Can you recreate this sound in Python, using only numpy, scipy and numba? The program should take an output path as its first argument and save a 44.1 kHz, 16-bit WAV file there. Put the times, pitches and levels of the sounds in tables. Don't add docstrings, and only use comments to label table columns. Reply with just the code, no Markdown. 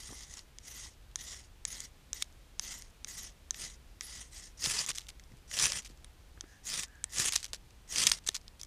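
import sys
import numpy as np
from scipy import signal
from scipy.fft import rfft, irfft
from scipy.io import wavfile
from scipy.ndimage import uniform_filter1d
from numba import njit

SR = 44100
rng = np.random.default_rng(int(sys.argv[2]) if len(sys.argv) > 2 else 0)


def undo_db(level):
    steps = np.asarray(level, float) / 20
    return 10 ** steps


def materialize(psi):
    bounded = np.clip(np.atleast_2d(psi).T, -1, 1)
    quanta = np.round(bounded * 32767).astype(np.int16)
    wavfile.write(sys.argv[1], SR, quanta)


N = 381906


@njit
def svf(x, hz, width):
    y, b, l = np.empty(len(x)), 0., 0.
    for i in range(len(x)):
        g, k = np.tan(np.pi * hz[i] / SR), width / hz[i]
        v = (b + g * (x[i] - l)) / (1 + g * (g + k))
        b, l, y[i] = 2 * v - b, l + 2 * g * v, k * v
    return y


def resonance(x, hz, width_hz):
    return svf(x, np.full(len(x), 1. * hz), 1. 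* width_hz)


def unit(x):
    return x / np.sqrt(np.mean(x ** 2))


def walk(rate_hz):
    hold = max(int(SR / rate_hz), 101)
    levels = rng.standard_normal(N // 100)[np.arange(N) // hold]
    return unit(uniform_filter1d(levels, hold))


def add(out, start_s, peak_db, sound):
    i = int(start_s * SR)
    out[i:i + len(sound)] += undo_db(peak_db) * sound / np.abs(sound).max()


def skipping_contact(count, rate_hz, spread_db, fade_s):
    when, size = rng.random(count), rng.exponential(size=count)
    jumps = (when < rate_hz / SR) * undo_db(spread_db * np.minimum(size, 3))
    fade = np.exp(-1 / (fade_s * SR))
    return unit(signal.lfilter([1], [1, -fade], jumps) + .5)


def band(x, hz, width_hz):
    return resonance(resonance(x, hz, width_hz), hz, width_hz)


def colour(x, ring_hz, width_hz, low_db, top_db):
    main = band(x, ring_hz, width_hz)
    bright = undo_db(-10.0) * band(x, 6800, 4600)
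    low = undo_db(low_db + 0.5) * band(x, 2630, 6300)
    dull = signal.sosfilt(signal.butter(3, 9800, fs=SR, output="sos"), main + bright - low)
    return dull + undo_db(top_db + 1.5) * band(x, 11000, 7100)


# start_s, attack_s, hold_s, release_s, level_db
STROKES = [(-0.2, 0.049, 0.532, 0.061, -50), (0.611, 0.079, 0.16, 0.1, -47),
           (1.155, 0.054, 0.14, 0.13, -46), (1.654, 0.029, 0.16, 0.051, -47.5),
           (2.134, 0.012, 0.08, 0.012, -47), (2.581, 0.063, 0.085, 0.18, -44.5),
           (3.056, 0.036, .18, 0.054, -45.5), (3.512, 0.1, 0.041, .11, -42.5),
           (4.004, 0.025, 0.19, 0.097, -49.5), (4.305, 0.032, .135, 0.056, -51),
           (4.573, 0.11, 0.13, 0.079, -33), (4.857, 0.042, 0.0052, 0.023, -33.5),
           (5.476, 0.097, .22, 0.023, -37), (6.44, .05, 0.058, 0.073, -66),
           (6.633, 0.063, 0.14, 0.027, -38), (7.094, .11, 0.089, 0.039, -32.5),
           (7.876, .14, 0.062, 0.048, -29), (8.116, 0.0055, .002, 0.068, -32)]
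# middle_s, extra_db, half_width_s
DIGS = [(0.29, -3.5, 0.028), (1.718, 1.5, 0.017), (2.72, 1, 0.02), (3.635, 3.5, 0.015), (4.144, 3.5, 0.047),
        (4.66, 2.5, 0.036), (4.79, -2.5, 0.011), (5.542, 3.5, 0.0048), (5.634, 10, 0.05),
        (5.685, -3.5, 0.015), (5.743, -6.5, 0.0058), (6.74, 4, 0.026), (6.795, 4.5, 0.018),
        (6.816, -5, 0.012), (7.196, 5.5, 0.029), (7.241, 4.5, 0.017), (7.3, -4.5, 0.011),
        (8.03, 1.5, 0.041)]


def strokes():
    t, level_db, along = np.arange(N) / SR, np.full(N, -120.), np.zeros(N)
    touch_db, lift_db = -27, -23
    for start_s, attack_s, hold_s, release_s, db in STROKES:
        u = t - start_s
        length_s = attack_s + hold_s + release_s
        on = (u >= 0) & (u <= length_s)
        bite = np.clip(1 - u[on] / attack_s, 0, 1)
        lift = np.clip((u[on] - attack_s - hold_s) / release_s, 0, 1)
        level_db[on] = db + touch_db * bite ** 2 + lift_db * lift
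        along[on] = u[on] / length_s
    for middle_s, extra_db, half_s in DIGS:
        steepness = 1.45
        level_db += extra_db * np.clip(steepness * (1.2 - np.abs(t - middle_s) / half_s), 0, 1)
    return level_db, along


def slips(rate_hz, spread_db):
    when, size, sign = rng.random(N), rng.exponential(size=N), rng.standard_normal(N)
    return unit((when < rate_hz / SR) * sign * undo_db(spread_db * np.minimum(size, 3)))


def body(modes, fine, coarse, pressure, grit, patchy_db):
    out, power = 0, 0
    for hz, width_hz, light_db, hard_db in modes:
        centre = hz + 0.14 * width_hz * walk(12)
        own = rng.standard_normal(N)
        push = np.sqrt(1 - grit) * (fine + own) * 0.68 + np.sqrt(grit) * coarse
        once = svf(push, centre, 1.43 * width_hz)
        ring = unit(svf(once, centre, 1.43 * width_hz))
        gain = undo_db(light_db + (hard_db - light_db) * pressure)
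        out = out + gain * undo_db(patchy_db * walk(45)) * ring
        power = power + gain ** 2
    return out / np.sqrt(power)


# pitch_hz, width_hz, light_pressure_db, hard_pressure_db
MAIN = [(3854, 710, -4, -3), (5200, 1200, 1, 5.5), (5800, 650, 0.5, 1.5), (6550, 860, 3, 3.5),
        (7200, 290, -10, -3), (7590, 1000, -4.5, 1), (8630, 1330, -2.5, 2), (9170, 1100, -16, -16.5)]
# pitch_hz, width_hz, light_pressure_db, hard_pressure_db
LOW = [(1235, 640, -7, -6), (1770, 110, -7.5, -7.5), (1970, 183, 1, -5), (2780, 860, -3, 1.5),
       (3280, 600, 0, -1)]
# pitch_hz, width_hz, light_pressure_db, hard_pressure_db
TOP = [(10180, 1300, -0.5, 5), (12100, 1400, -2.5, -1), (14000, 1500, -8.5, -8)]
# pitch_hz, width_hz, light_pressure_db, hard_pressure_db
STONE = [(125, 150, 1, -3.5), (381, 454, -1, -3.5), (820, 680, 0, -6)]


def scrape():
    level_db, along = strokes()
    light_db, hard_db = -45, -36
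    pressure = np.clip((level_db - light_db) / (hard_db - light_db), 0, 1)
    grit = np.clip(0.15 + 0.28 * pressure, 0, 1)
    fine, coarse = slips(6000, spread_db=2.0), slips(900, spread_db=3.5)
    skips = skipping_contact(N, 300, spread_db=2.6, fade_s=.004)
    chatter = skips ** (.45 + .12 * pressure) * undo_db(.8 * walk(40))
    low_db = -9 + 1.5 * along + 2.5 * pressure
    faint_db = np.minimum(level_db + 47, 0)
    top_db = -9 - 20.5 * along - 9 * pressure + 1.3 * faint_db
    stone_db = -16.5 - 0.26 * pressure
    out = body(MAIN, fine, coarse, pressure, grit, patchy_db=2.5)
    out = out + undo_db(low_db) * body(LOW, fine, coarse, pressure, grit, patchy_db=1.04)
    out = out + undo_db(top_db) * body(TOP, fine, coarse, pressure, grit, patchy_db=-7.5)
    out = out + undo_db(stone_db) * body(STONE, fine, coarse, pressure, grit, patchy_db=0.5)
    return out * chatter * uniform_filter1d(undo_db(level_db), size=90)


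# pitch_hz, level_db (per Hz)
WOOD = [(12, -33), (20, -2), (60, -1.5), (86, -10), (134, -15.5), (228, -21.5), (255, -21.5), (607, -27.5),
        (849, -28), (923, -29), (1150, -30.5), (3250, -32), (9140, -39.5), (14700, -44.5), (16000, -55)]
# time_s, level_db
FAR = [
    (0.0, -60.5),
    (0.09, -56),
    (0.38, -59.5),
    (6.37, -58.5),
    (6.49, -62.5),
    (7.14, -58),
    (8.66, -59),
]


def wood():
    hz = np.maximum(np.arange(N // 2 + 1) * SR / N, 1)
    tone_hz, tone_db = np.array(WOOD).T
    shape = undo_db(np.interp(np.log(hz), np.log(tone_hz), tone_db))
    bass = 1 / (1 + (hz / 150) ** 4)
    rumble = irfft(rfft(rng.standard_normal(N)) * shape * np.sqrt(bass), N)
    hiss = irfft(rfft(rng.standard_normal(N)) * shape * np.sqrt(1 - bass), N)
    far_s, far_db = np.array(FAR).T
    swell_db = np.interp(np.arange(N) / SR, far_s, far_db) - np.mean(far_db)
    return undo_db(-55.5) * unit(rumble * undo_db(swell_db) + hiss * undo_db(0.27 * walk(3.0)))


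# start_s, peak_db, pitch_hz
BUMPS = [(0.089, -46, 118), (0.122, -44, 290), (4.669, -35.5, 132), (5.316, -49, 110), (5.336, -47, 135),
         (0.09, -46, 1250), (0.13, -44, 900), (5.9, -49, 130), (8.05, -43.5, 100), (0.105, -43.5, 200),
         (6.375, -50, 1500), (6.441, -47, 1550), (6.372, -53, 320), (6.438, -45.5, 324), (7.197, -48, 210),
         (7.532, -42, 560), (8.288, -36.5, 410), (0.86, -48, 830)]


def bumps():
    out, t = np.zeros(N + 4096), np.arange(4096) / SR
    for start_s, peak_db, hz in BUMPS:
        push = rng.standard_normal(len(t)) * np.exp(-t / 0.0037)
        knock = resonance(resonance(push, hz, 0.34 * hz), hz, 3.9 * hz)
        add(out, start_s, peak_db, knock)
    return out[:N]


# pitch_hz, width_hz, level_db
RINGS = [(1076, 600, -14.5), (1800, 106, -13), (2224, 170, -7), (3270, 320, -9.5), (3890, 80, -12.5),
         (5480, 170, -7.5), (6100, 430, -5), (8300, 310, -12), (9230, 240, -12), (9640, 170, -12.5),
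         (11900, 240, -24)]


def ticks(rows, width_hz, low_db, top_db, t60_s, rings_db):
    out, t = np.zeros(N + 4096), np.arange(1024) / SR
    thin = signal.butter(3, 750, "high", fs=SR, output="sos")
    for start_s, peak_db, ring_hz in rows:
        blow = 0.23 * rng.standard_normal(len(t)) * np.exp(-np.log(1000) * t / t60_s)
        blow[0] = 1.67
        grip_db = rings_db + 2 * rng.standard_normal(len(RINGS))
        rings = 0
        for k, (hz, ring_width_hz, mode_db) in enumerate(RINGS):
            rings = rings + (-1) ** k * undo_db(mode_db + grip_db[k]) * resonance(blow, hz, ring_width_hz)
        tick = colour(blow, ring_hz, width_hz, low_db, top_db) + rings
        add(out, start_s, peak_db, signal.sosfilt(thin, tick))
    return out[:N]


# start_s, peak_db, pitch_hz (main ring)
SNAPS = [(0.3388, -32.5, 6350), (0.3702, -41, 6010), (0.392, -33.5, 4600), (0.6024, -54, 6400),
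         (1.1139, -49.5, 3490), (1.439, -49, 4680), (2.3256, -49, 6340), (2.822, -30.5, 5770),
         (5.017, -37, 3450), (5.0687, -40.5, 3540), (5.2383, -44.5, 5620), (5.5388, -42, 5560),
         (5.9744, -47, 5300), (6.882, -47, 7500), (6.955, -53, 7000), (1.804, -23.5, 6600),
         (8.266, -35, 6600), (8.307, -42, 5500), (8.414, -46, 5670), (8.6138, -28, 5700),
         (8.6328, -27, 6050), (8.649, -41, 5500)]


def snaps():
    return ticks(SNAPS, width_hz=2200, low_db=-33, top_db=-22, t60_s=0.013, rings_db=-2.5)


# start_s, peak_db, pitch_hz (main ring)
LANDINGS = [(0.5855, -28, 5960), (1.1578, -17.5, 6350), (1.652, -13.5, 6550), (2.1311, -16.5, 6800),
            (2.5955, -13.5, 5900), (3.046, -21.5, 5860), (3.5079, -14, 6550), (4.0091, -21.5, 5960),
            (6.0453, -34, 8900), (6.4089, -23, 6060), (7.0411, -14, 7860), (8.4804, -33, 4850)]


def landings():
    return ticks(LANDINGS, width_hz=2460, low_db=-16, top_db=-40, t60_s=0.0078, rings_db=1)


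# start_s, peak_db, pitch_hz (main colour), length_s
CRACKLES = [(2.223, -22.5, 4500, 0.0043), (2.242, -46, 6290, 0.05), (4.931, -42, 6000, 0.018),
            (4.949, -29, 6850, 0.025), (4.972, -27, 5700, 0.028), (4.991, -45, 6000, 0.086),
            (5.007, -42, 5000, 0.0077), (5.085, -30.5, 4770, 0.024), (5.369, -52.5, 8900, 0.023),
            (5.819, -44, 5000, 0.025), (5.847, -35.5, 5360, 0.034), (5.892, -45, 5670, .04),
            (7.323, -23, 5200, 0.045), (7.357, -15.5, 6300, 0.011), (7.365, -23.5, 5700, 0.062),
            (7.429, -26.5, 6230, 0.031), (7.46, -34, 4800, 0.013), (7.48, -46, 6500, 0.03),
            (7.532, -28, 5470, 0.037), (8.072, -7.5, 4900, 0.0027), (8.116, -10, 4750, 0.0042),
            (8.186, -35.5, 5793, 0.0066), (8.239, -44, 6000, 0.026), (8.264, -31, 5940, 0.021),
            (8.297, -40.5, 4640, 0.084), (8.346, -22.5, 5800, 0.02), (8.353, -31, 5800, 0.033),
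            (8.595, -41, 5840, 0.016)]


def crackles():
    out, t = np.zeros(N + 4096), np.arange(4096) / SR
    for start_s, peak_db, ring_hz, length_s in CRACKLES:
        noise = rng.standard_normal(len(t))
        grains = noise * skipping_contact(len(t), 260, spread_db=4.0, fade_s=0.00057)
        run = np.clip((length_s - t) / 0.0059, 0, 1) * np.exp(-1.1 * t / length_s)
        add(out, start_s, peak_db, colour(grains * run, ring_hz, 6200, low_db=-7, top_db=-15))
    return out[:N]


# start_s, peak_db, pitch_hz (main ring)
CATCHES = [(2.2237, -15.5, 3780), (4.641, -15, 6300), (4.6597, -15, 3260), (4.8632, -22.5, 6970),
           (4.8916, -18, 8500), (4.915, -23, 3030), (4.9839, -21, 3630), (5.5891, -15, 5000),
           (5.7208, -14.5, 5600), (6.7964, -21.5, 7200), (6.8338, -22, 3240), (7.185, -16, 5800),
           (7.323, -15, 5200), (7.3344, -17, 8800), (7.3615, -11, 6500), (7.444, -21, 6060),
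           (7.5328, -21, 4480), (7.9596, -15, 3080), (7.9835, -12, 5900), (8.0376, -15, 6400),
           (8.0688, -2, 5200), (8.0977, -15, 7480), (8.1184, -7.5, 4880), (8.2748, -17.5, 7600),
           (8.2863, -25, 6500), (8.2885, -14, 5860), (8.2895, -10, 3930), (8.3453, -23, 6250),
           (8.3654, -21, 5470)]


def catches():
    return ticks(CATCHES, width_hz=2130, low_db=-18, top_db=-23.5, t60_s=0.0065, rings_db=1)


# start_s, peak_db, pitch_hz (main ring)
CLINKS = [
    (3.0723, -39, 1800),
    (3.5442, -30, 1830),
    (5.1967, -37.5, 1800),
    (5.32, -50, 1690),
    (5.5137, -27.5, 1980),
    (4.0095, -28, 1800),
    (7.707, -45.5, 2400),
]


def clinks():
    return ticks(CLINKS, width_hz=520, low_db=-13, top_db=-26, t60_s=0.019, rings_db=-26)


# start_s, length_s, pitch_hz, level_db
RETURN = [
    (6.45, 0.15, 1700, -68),
    (6.865, .17, 1650, -66),
    (7.052, .11, 1860, -68),
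]


def slide_back():
    t, hz, gain = np.arange(N) / SR, np.full(N, 1600.), np.zeros(N)
    for start_s, length_s, ring_hz, level_db in RETURN:
        on = (t >= start_s) & (t <= start_s + length_s)
        hz[on] = ring_hz
        gain[on] = undo_db(level_db) * np.abs(np.sin(np.pi * (t[on] - start_s) / length_s)) ** .15
    once = svf(rng.standard_normal(N), hz, 240.)
    rub = unit(svf(once, hz, 240.)) * undo_db(1.4 * walk(40))
    return rub * uniform_filter1d(gain, size=400)


def scene():
    near = scrape() + landings() + catches() + snaps() + clinks() + crackles() + bumps() + slide_back()
    t, t60_s = np.arange(SR // 3) / SR, .12
    scatter = rng.standard_normal(len(t)) * np.exp(-np.log(1000) * t / t60_s) * (t > .003)
    echo = undo_db(-30) * scatter / np.sqrt(np.sum(scatter ** 2))
    trees = signal.fftconvolve(near, echo)[:N]
    return (near + trees + wood())[None]


def low_pass(x):
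    return signal.sosfilt(signal.butter(12, 16510, fs=SR, output="sos"), x)


def record(dry):
    cut = signal.sosfilt(signal.ellip(8, .2, 24, 15350, fs=SR, output="sos"), dry)
    return low_pass(cut)


dry = scene()
out = record(dry)
materialize(out)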